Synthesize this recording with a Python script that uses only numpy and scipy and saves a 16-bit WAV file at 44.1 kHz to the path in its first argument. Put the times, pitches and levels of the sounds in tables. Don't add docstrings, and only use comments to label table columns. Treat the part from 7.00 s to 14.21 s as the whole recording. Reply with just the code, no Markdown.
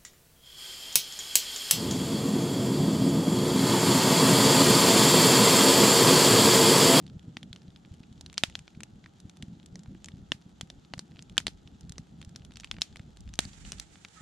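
import sys
import numpy as np
from scipy import signal
from scipy.fft import rfft, irfft, next_fast_len
from scipy.io import wavfile
from scipy.ndimage import uniform_filter1d

SR = 44100
rng = np.random.default_rng(int(sys.argv[2]) if len(sys.argv) > 2 else 0)


def put_to_file(sound):
    columns = np.atleast_2d(sound).T
    safe = np.clip(columns, -1, 1)
    whole_steps = np.round(safe * 32767)
    wavfile.write(sys.argv[1], SR, whole_steps.astype(np.int16))


N = 317961

# (frequency [Hz], relative density [dB per Hz])
WOODS_COLOUR = [(180, -25), (300, 11), (376, 4), (562, -3.5), (826, 2), (1050, -9), (1300, -4), (4060, -30),
                (7720, -25.5), (12300, -22.5), (14000, -35.5)]
# (time [s], roar level [dB], rumble level [dB]), before gusts
FLAME_LEVELS = [(0, -49, -67), (.6, -54, -75), (1.3, -54.5, -63), (2, -55.5, -65), (2.9, -51, -63),
                (3.25, -55, -63), (4, -55, -68.5), (4.9, -52.5, -61.5), (5.5, -53.5, -63.5),
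                (6.3, -56.5, -54), (6.6, -54, -52.5), (7.21, -62, -71.5)]
# (frequency [Hz], relative density [dB per Hz])
ROAR_COLOUR = [(47, -42), (80, 0.5), (102, -8), (173, 3.5), (213, -1.5), (457, -23), (700, -31), (910, -76),
               (1540, -120)]
# (frequency [Hz], relative density [dB per Hz])
RUMBLE_COLOUR = [(18, -27.5), (35, -12.5), (60, -2.0), (95, -10.5), (130, -12)]
# (time of peak [s], peak level [dB], pitch [Hz])
TIMED_FLAPS = [(0.146, -34, 148), (0.169, -32, 129), (0.283, -31.5, 159), (0.371, -30.5, 195),
               (0.512, -36, 102), (0.686, -37, 148), (0.918, -35.5, 89), (1.007, -36, 176),
               (1.117, -35, 155), (1.487, -38, 82.5), (1.776, -33.5, 170), (2.255, -35.5, 130),
               (2.434, -31, 162), (2.484, -34, 165), (2.535, -37, 185), (2.573, -41.5, 188),
               (2.886, -33.5, 109), (2.952, -35.5, 196), (3.141, -33, 142), (3.465, -39, 162),
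               (3.634, -34, 139.6), (3.978, -34.5, 126), (4.757, -40, 161), (4.906, -34, 132),
               (4.998, -32.5, 150), (5.558, -44, 152), (6.003, -33.5, 116), (6.457, -33.5, 166)]
# (peak level [dB], pitch [Hz])
RANDOM_FLAP_MEAN = (-41.5, 112)
RANDOM_FLAP_SPREAD = (0.67, 27)
# (frequency [Hz], relative density [dB per Hz])
STEAM_COLOUR = [(590, -26), (1000, -22), (1370, -7.5), (2230, -8), (3340, 2.5), (5380, -6.5), (7190, -2.5),
                (12300, -43), (13400, -45.5), (16000, -49)]
# (onset [s], added level [dB])
STEAM_SURGES = [(1.438, -61), (5.56, -67), (5.82, -66)]
# (time [s], body peak [dB], ring [Hz],
# low knock re body [dB], bright edge re body [dB], edge left minus right [dB])
TIMED_POPS = [(0.0658, -37.5, 3800, -13, -6.5, 9), (0.0786, -41, 3540, -16, -28, 11),
              (0.099, -42.5, 3520, -10, -33, -1), (0.1944, -40.5, 3250, -18, -8, -12),
              (0.3695, -22.5, 2650, -9, -14.5, -13), (0.4304, -31.5, 3180, -10, -5, -3),
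              (0.5298, -26.5, 3400, -34, -6.5, -1), (0.5614, -33.5, 3320, -24, -29, -3),
              (0.7046, -47, 3680, -14, -7, -3), (0.7614, -36.5, 3200, -32, -34, -2),
              (0.8498, -44.5, 2380, -5, -28, -5), (0.9405, -46.5, 3230, -22, 4, -5),
              (1.127, -46, 3670, -30, -1, -6), (1.2107, -32.5, 4750, -8.5, 0, -12),
              (1.2622, -29.5, 4050, -29, -6.5, -6), (1.299, -36, 3100, -30, -14, 1),
              (1.329, -38.5, 2420, -21, 6, -2), (1.342, -36.5, 3640, -25, 0, -2),
              (1.3742, -34, 2950, -24, -10, -3), (1.3796, -7.5, 4500, -28, -14, 10),
              (1.4363, -3.5, 3060, -11.5, -5, -1), (1.4988, -39, 1900, -5, 1, -2),
              (1.5535, -17, 2970, -18, -38, 5), (1.5916, -30.5, 2800, -21, 0, 2),
              (1.679, -35.5, 2380, -7.5, -23, 8), (1.8057, -33, 2290, -9, 2, -4),
              (1.8337, -28, 2820, -11, 5, 4), (2.0417, -40.5, 2120, -20, -22, -2),
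              (2.0608, -38.5, 1870, -6, -34, -6.5), (2.202, -42, 3770, -14, 6, -2.5),
              (2.2964, -36.5, 3600, -36, 0.5, -1), (2.3708, -40.5, 3500, -10, 2.5, -4),
              (2.425, -27.5, 3160, -25, -1, 1), (2.4297, -43, 4090, -7, -17, -4),
              (2.599, -45, 3320, -13, -12, -5), (2.6608, -39, 3540, -14, 5.5, 0),
              (2.7566, -30.5, 5450, -7, -8, 4), (2.793, -39, 6960, -19, -9, -13),
              (2.8344, -42, 7100, -9.5, -3, -1), (2.8598, -56, 1510, 11.5, -25, 0),
              (2.95, -64.5, 1480, 17.5, -22, 3.5), (3.0445, -29, 7000, -22, -3, -5),
              (3.059, -32, 7040, -24, -2.5, 0), (3.0855, -31, 2080, -18, -1, -1),
              (3.3193, -11.5, 2870, -7.5, -21.5, 27), (3.6111, -20, 3250, -11.5, -1, -4),
              (3.7013, -27, 3660, -14, -13, 19), (3.849, -43.5, 3810, -22, -38, 2),
              (3.9372, -23, 2900, -2, -12, 1), (3.9801, -39, 4500, -1, 1, -5),
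              (3.9927, -20, 4580, -10.5, -2.5, -3), (4.1597, -47, 2520, -4, -24, -5),
              (4.1692, -42.5, 2500, -21, -22, -3), (4.1923, -30.5, 3100, -15, -16, 2),
              (4.2244, -36, 7350, -18, 1, -1.5), (4.2972, -39.5, 3230, -25, -1, -3),
              (4.3688, -40, 1710, -9, 1, -8), (4.3795, -4, 3200, -19, -5, -8),
              (4.402, -33, 1930, -5, 5, -5), (4.4684, -9, 3300, -19, -5, -2.5),
              (4.4807, -19.5, 4050, -8.5, -14, 1), (4.6752, -37.5, 3220, -32, -14, 4),
              (4.8093, -43.5, 3470, -11, 7, -2.5), (4.8953, -34, 4430, -21, 3.5, -2),
              (4.9217, -33, 3450, -12, 4.5, -4), (4.982, -24.5, 5800, -7.5, -11, 0),
              (5.2154, -34, 3200, -12, -1, -0.5), (5.2275, -36, 3380, -22, -9, 5),
              (5.2487, -40, 3440, -20, 4, -4), (5.2931, -44.5, 3360, -15, 3, -4),
              (5.3606, -25, 5200, -27, -4, -1), (5.396, -46.5, 3510, -20, -18, 2),
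              (5.4202, -47, 2910, -19, -15, 4), (5.4497, -36.5, 3560, -25, 1, -0.5),
              (5.5088, -48, 3570, 0, -14, -9), (5.5203, -41.5, 3000, -10, -5, 7),
              (5.5376, -46, 3620, -15, 1, -2), (5.5581, -33.5, 4730, -24, -14, 3),
              (5.5705, -30.5, 3020, -19, -2, -6), (5.5997, -29.5, 5800, -19, -7, -3),
              (5.607, -36, 3880, -26, 2, 3), (5.635, -36, 2170, -22, -18, 3),
              (5.6452, -24, 2810, -31, -5.5, -1), (5.6736, -42, 2780, -20, -26, 0),
              (5.7133, -15.5, 3200, -21.5, -31, 6), (5.7423, -41, 2800, -3, -23, -2),
              (5.767, -39, 2480, -5, -21, 1), (5.7854, -41.5, 2470, 3, -20, 2),
              (5.811, -33, 3214, -19, 3, -7), (5.8185, -6.5, 5130, -24, -20, -13),
              (5.8338, -43, 5700, -25, 1.5, 1), (5.9274, -42, 4070, -12, -10, 0),
              (5.959, -32.5, 2150, -9.5, -2, 0), (5.9696, -34.5, 3960, -16, -3, -7),
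              (5.9954, -38.5, 2070, -6, -5, -1), (6.1713, -39.5, 3540, -6, 0.5, 0.5),
              (6.2066, -47.5, 7350, -14, 10, -8.5), (6.277, -43.5, 2880, -9, -13, -2),
              (6.2907, -41, 3700, -16, -3, -8), (6.3384, -29.5, 5800, -41, -6, 5),
              (6.3555, -37, 6100, -19, -1, -0.5), (6.3906, -6, 3340, -8.5, 0, -7.5),
              (6.405, -38, 4520, -2, 11, -12), (6.4521, -30.5, 4450, -11, -2, 5),
              (6.5327, -36.5, 4300, -27, -23, -4), (6.6507, -36, 2950, -9, -15, -5),
              (6.7204, -21.5, 5450, -15, 2, -0.5), (6.7305, -35, 2910, -7, -7, -4),
              (6.7842, -36.5, 4160, -18, -6, -6), (6.7986, -23.5, 4000, -38, 5.5, -2),
              (6.957, -41, 2300, -7, -19, -10), (7.049, -26.5, 2140, -14.5, -27, 7),
              (7.085, -41, 3300, -13, -1, -3)]
# (body peak [dB], ring [Hz], low knock re body [dB],
# bright edge re body [dB], edge left minus right [dB])
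RANDOM_POP_MEAN = (-46.5, 3289, -16, -12.5, 1)
RANDOM_POP_SPREAD = (1.5, 600, 6, 8, 3)
# (frequency [Hz], width [Hz], relative level in a pop [dB])
SHARED_MODES = [(3300, 1000, -2), (4470, 1400, -11), (2000, 5070, 2.5)]
# (time [s], level [dB]), before flutter and pan
VENT_LEVELS = [(6.385, -100), (6.4, -52.5), (6.5, -60.5), (6.75, -55.5), (6.9, -64.5), (7.21, -61)]
# (frequency [Hz], relative density [dB per Hz])
VENT_COLOUR = [(410, -17), (700, -4), (827, 3.5), (965, -7), (1420, 1), (3220, 0), (5240, -2.5),
               (7320, 3.5), (12200, -16.5), (15000, -53)]
# (time [s], centre pitch [Hz], level before flutter and pan [dB])
SQUEAK_GLIDE = [(7.162, 1265, -66.5), (7.18, 1286, -55.5), (7.2, 1305, -57.5), (7.21, 1250, -56)]

WOODS_DB = -65.5
RANDOM_FLAP_COUNT, RANDOM_POP_COUNT = 25, 20
STEAM_DB, SURGE_FADE_S = -73.5, 0.067
LEAD_S = 0.001
SPLINTER_DB, SPLINTER_T60_S = -16, 0.011
ROCK_S, ROCK_SMEAR_S, ROCK_DB = 0.0039, 0.00047, -33
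SNAP_DB, SNAP_HZ, SNAP_WIDTH_HZ = -16.5, 5550, 16000
TREES_T60_S, TREES_DB = 0.13, -28.5
VENT_PAN_DB = -6
TOP_HZ = 16400
LEFT_RIGHT = np.array([[1], [-1]])


def undb(db):
    return 10 ** (np.asarray(db) / 20)


def level(x, db):
    return x * undb(db) / np.sqrt(np.mean(x ** 2))


def unit(x):
    return x / np.abs(x).max()


def curves(table):
    s, *columns = np.transpose(table)
    return [np.interp(np.arange(N) / SR, s, column) for column in columns]


def ring(x, hz, width_hz):
    return signal.lfilter(*signal.iirpeak(hz, hz / width_hz, fs=SR), x)


def noise(colour, channels=1):
    hz, db = np.transpose(colour)
    size = next_fast_len(N)
    bins_hz = np.arange(1, size // 2 + 2) * SR / size
    gain = undb(np.interp(np.log(bins_hz), np.log(hz), db, left=-120, right=-120))
    white = rng.standard_normal((channels, size))
    return level(irfft(gain * rfft(white), size)[:, :N], 0)


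def walk(rate):
    hold = int(SR / rate)
    steps = np.repeat(rng.standard_normal(N // hold + 1), hold)
    return 1.59 * uniform_filter1d(uniform_filter1d(steps, hold), hold)[:N]


def scatter(count, mean, spread):
    deviation = np.clip(rng.standard_normal((count, len(mean))), -2, 2)
    times = rng.random(count) * N / SR
    return np.c_[times, mean + spread * deviation]


def add(out, x, s):
    i = int(s * SR)
    out[..., i:i + x.shape[-1]] += x[..., :max(N - i, 0)]


def quiet_woods():
    return undb(WOODS_DB) * noise(WOODS_COLOUR, channels=2)


def flame():
    roar_db, rumble_db = curves(FLAME_LEVELS)
    gust = walk(35)
    centre = undb(roar_db + 4 * np.minimum(gust, 1.2)) * noise(ROAR_COLOUR)[0]
    flaps = np.r_[TIMED_FLAPS, scatter(RANDOM_FLAP_COUNT, RANDOM_FLAP_MEAN, RANDOM_FLAP_SPREAD)]
    for s, db, hz in flaps:
        cycles = np.arange(-2 / hz, 2 / hz, 1 / SR) * hz
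        flap = -np.cos(2 * np.pi * cycles) * np.exp(-.5 * (cycles / 0.33) ** 2)
        add(centre, undb(db) * flap, max(s - 2 / hz, 0))
    mid, side = noise(RUMBLE_COLOUR, channels=2)
    rumble_gain = undb(rumble_db + 2 * gust + 7.3 * np.tanh(walk(12)))
    rumble = rumble_gain * (mid + 0.47 * side * LEFT_RIGHT)
    width = undb(roar_db - 18) * noise(ROAR_COLOUR) * LEFT_RIGHT
    return centre + width + rumble


def steam():
    t = np.arange(N) / SR
    mid, side = noise(STEAM_COLOUR, channels=2)
    flow = undb(STEAM_DB)
    for s, db in STEAM_SURGES:
        flow = flow + undb(db) * np.exp(-np.abs(t - s) / SURGE_FADE_S) * (t > s)
    return (mid + .5 * side * LEFT_RIGHT) * flow * undb(1.2 * walk(79))


def pop(chance, db, hz, low_db, edge_db, pan_db):
    t = np.arange(chance.shape[1]) / SR - LEAD_S
    late = np.maximum(t, 0)
    tear = undb(-29) * np.exp(np.minimum(t, 0) / 0.00026) * (t < 0)
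    splinters = undb(SPLINTER_DB - 60 * late / SPLINTER_T60_S) * (t > 0)
    rock = undb(ROCK_DB) * np.exp(-.5 * ((t - ROCK_S) / ROCK_SMEAR_S) ** 2)
    burst = chance[:3] * (tear + splinters + rock)
    burst[:, int(LEAD_S * SR)] = -1
    crack = burst[0] + 0.24 * (burst[1:] - burst[0])

    shared = sum(undb(gain_db) * ring(crack, f, width) for f, width, gain_db in SHARED_MODES)
    body = ring(crack, hz, 0.22 * hz) + undb(-8) * shared
    body = signal.lfilter(*signal.butter(2, 7000, fs=SR), ring(body, hz, 1.71 * hz))
    snap = ring(crack, SNAP_HZ, SNAP_WIDTH_HZ)

    knock = ring(ring(crack, 770, 610) + ring(crack, 1860, 900), 530, 1950)
    thump = np.sin(2 * np.pi * 215 * late) * late * np.exp(-late / 0.00095)
    low = unit(knock) + undb(-7.5) * unit(thump)

    edge = ring(ring(burst[1:], 7500, 5500), 5240, 4700)
    far = int(pan_db > 0)
    edge[far] = np.roll(edge[far], 1, axis=0)
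    sides = undb(LEFT_RIGHT * pan_db / 2)

    trees_fade = undb(TREES_DB - 60 * late / TREES_T60_S) * (t > 0)
    trees = ring(ring(chance[3:], 2900, 6400), 0.84 * hz + 1000, 7700) * trees_fade
    wood = unit(body) + undb(SNAP_DB) * unit(snap) + undb(low_db) * low
    return undb(db) * (wood + undb(edge_db) * unit(edge) * sides + trees)


def crackle(per_s=110, db=-46, spread_db=3.0):
    out = np.zeros((2, N))
    pops = np.r_[TIMED_POPS, scatter(RANDOM_POP_COUNT, RANDOM_POP_MEAN, RANDOM_POP_SPREAD)]
    for (s, *row), chance in zip(pops, rng.standard_normal((len(pops), 5, 3500))):
        add(out, pop(chance, *row), max(s - LEAD_S, 0))
    for hz, width_hz, _ in SHARED_MODES:
        size_db = spread_db * np.minimum(rng.exponential(size=N), 3)
        ticks = (rng.random(N) < per_s / len(SHARED_MODES) / SR) * undb(db + size_db)
        out -= ring(ring(ticks, hz, 2 * width_hz), hz, 6000)
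    return out


def fresh_vent():
    gain_db = curves(VENT_LEVELS)[0] + LEFT_RIGHT * VENT_PAN_DB / 2 + 2.3 * walk(90)
    return noise(VENT_COLOUR, channels=2) * undb(gain_db)


def squeak():
    hz, db = curves(SQUEAK_GLIDE)
    phase = 2 * np.pi * np.cumsum(hz * (1 + 0.0211 * walk(300))) / SR
    tone = np.sin(phase) * undb(2 * walk(210))
    air = rng.standard_normal(N)
    blur = level(ring(ring(air, 1760, 300), 1700, 300), -9.5) + level(ring(air, 1500, 150), -12)
    started = np.arange(N) > SQUEAK_GLIDE[0][0] * SR
    return (tone + blur) * undb(db) * started * undb([[-6], [3]])


def scene():
    return quiet_woods() + flame() + steam() + crackle() + fresh_vent() + squeak()


def record(dry):
    mic = signal.lfilter(*signal.butter(2, 10000, fs=SR), dry)
    return signal.sosfilt(signal.ellip(8, .2, 70, TOP_HZ, fs=SR, output="sos"), mic)


dry = scene()
out = record(dry)
put_to_file(out)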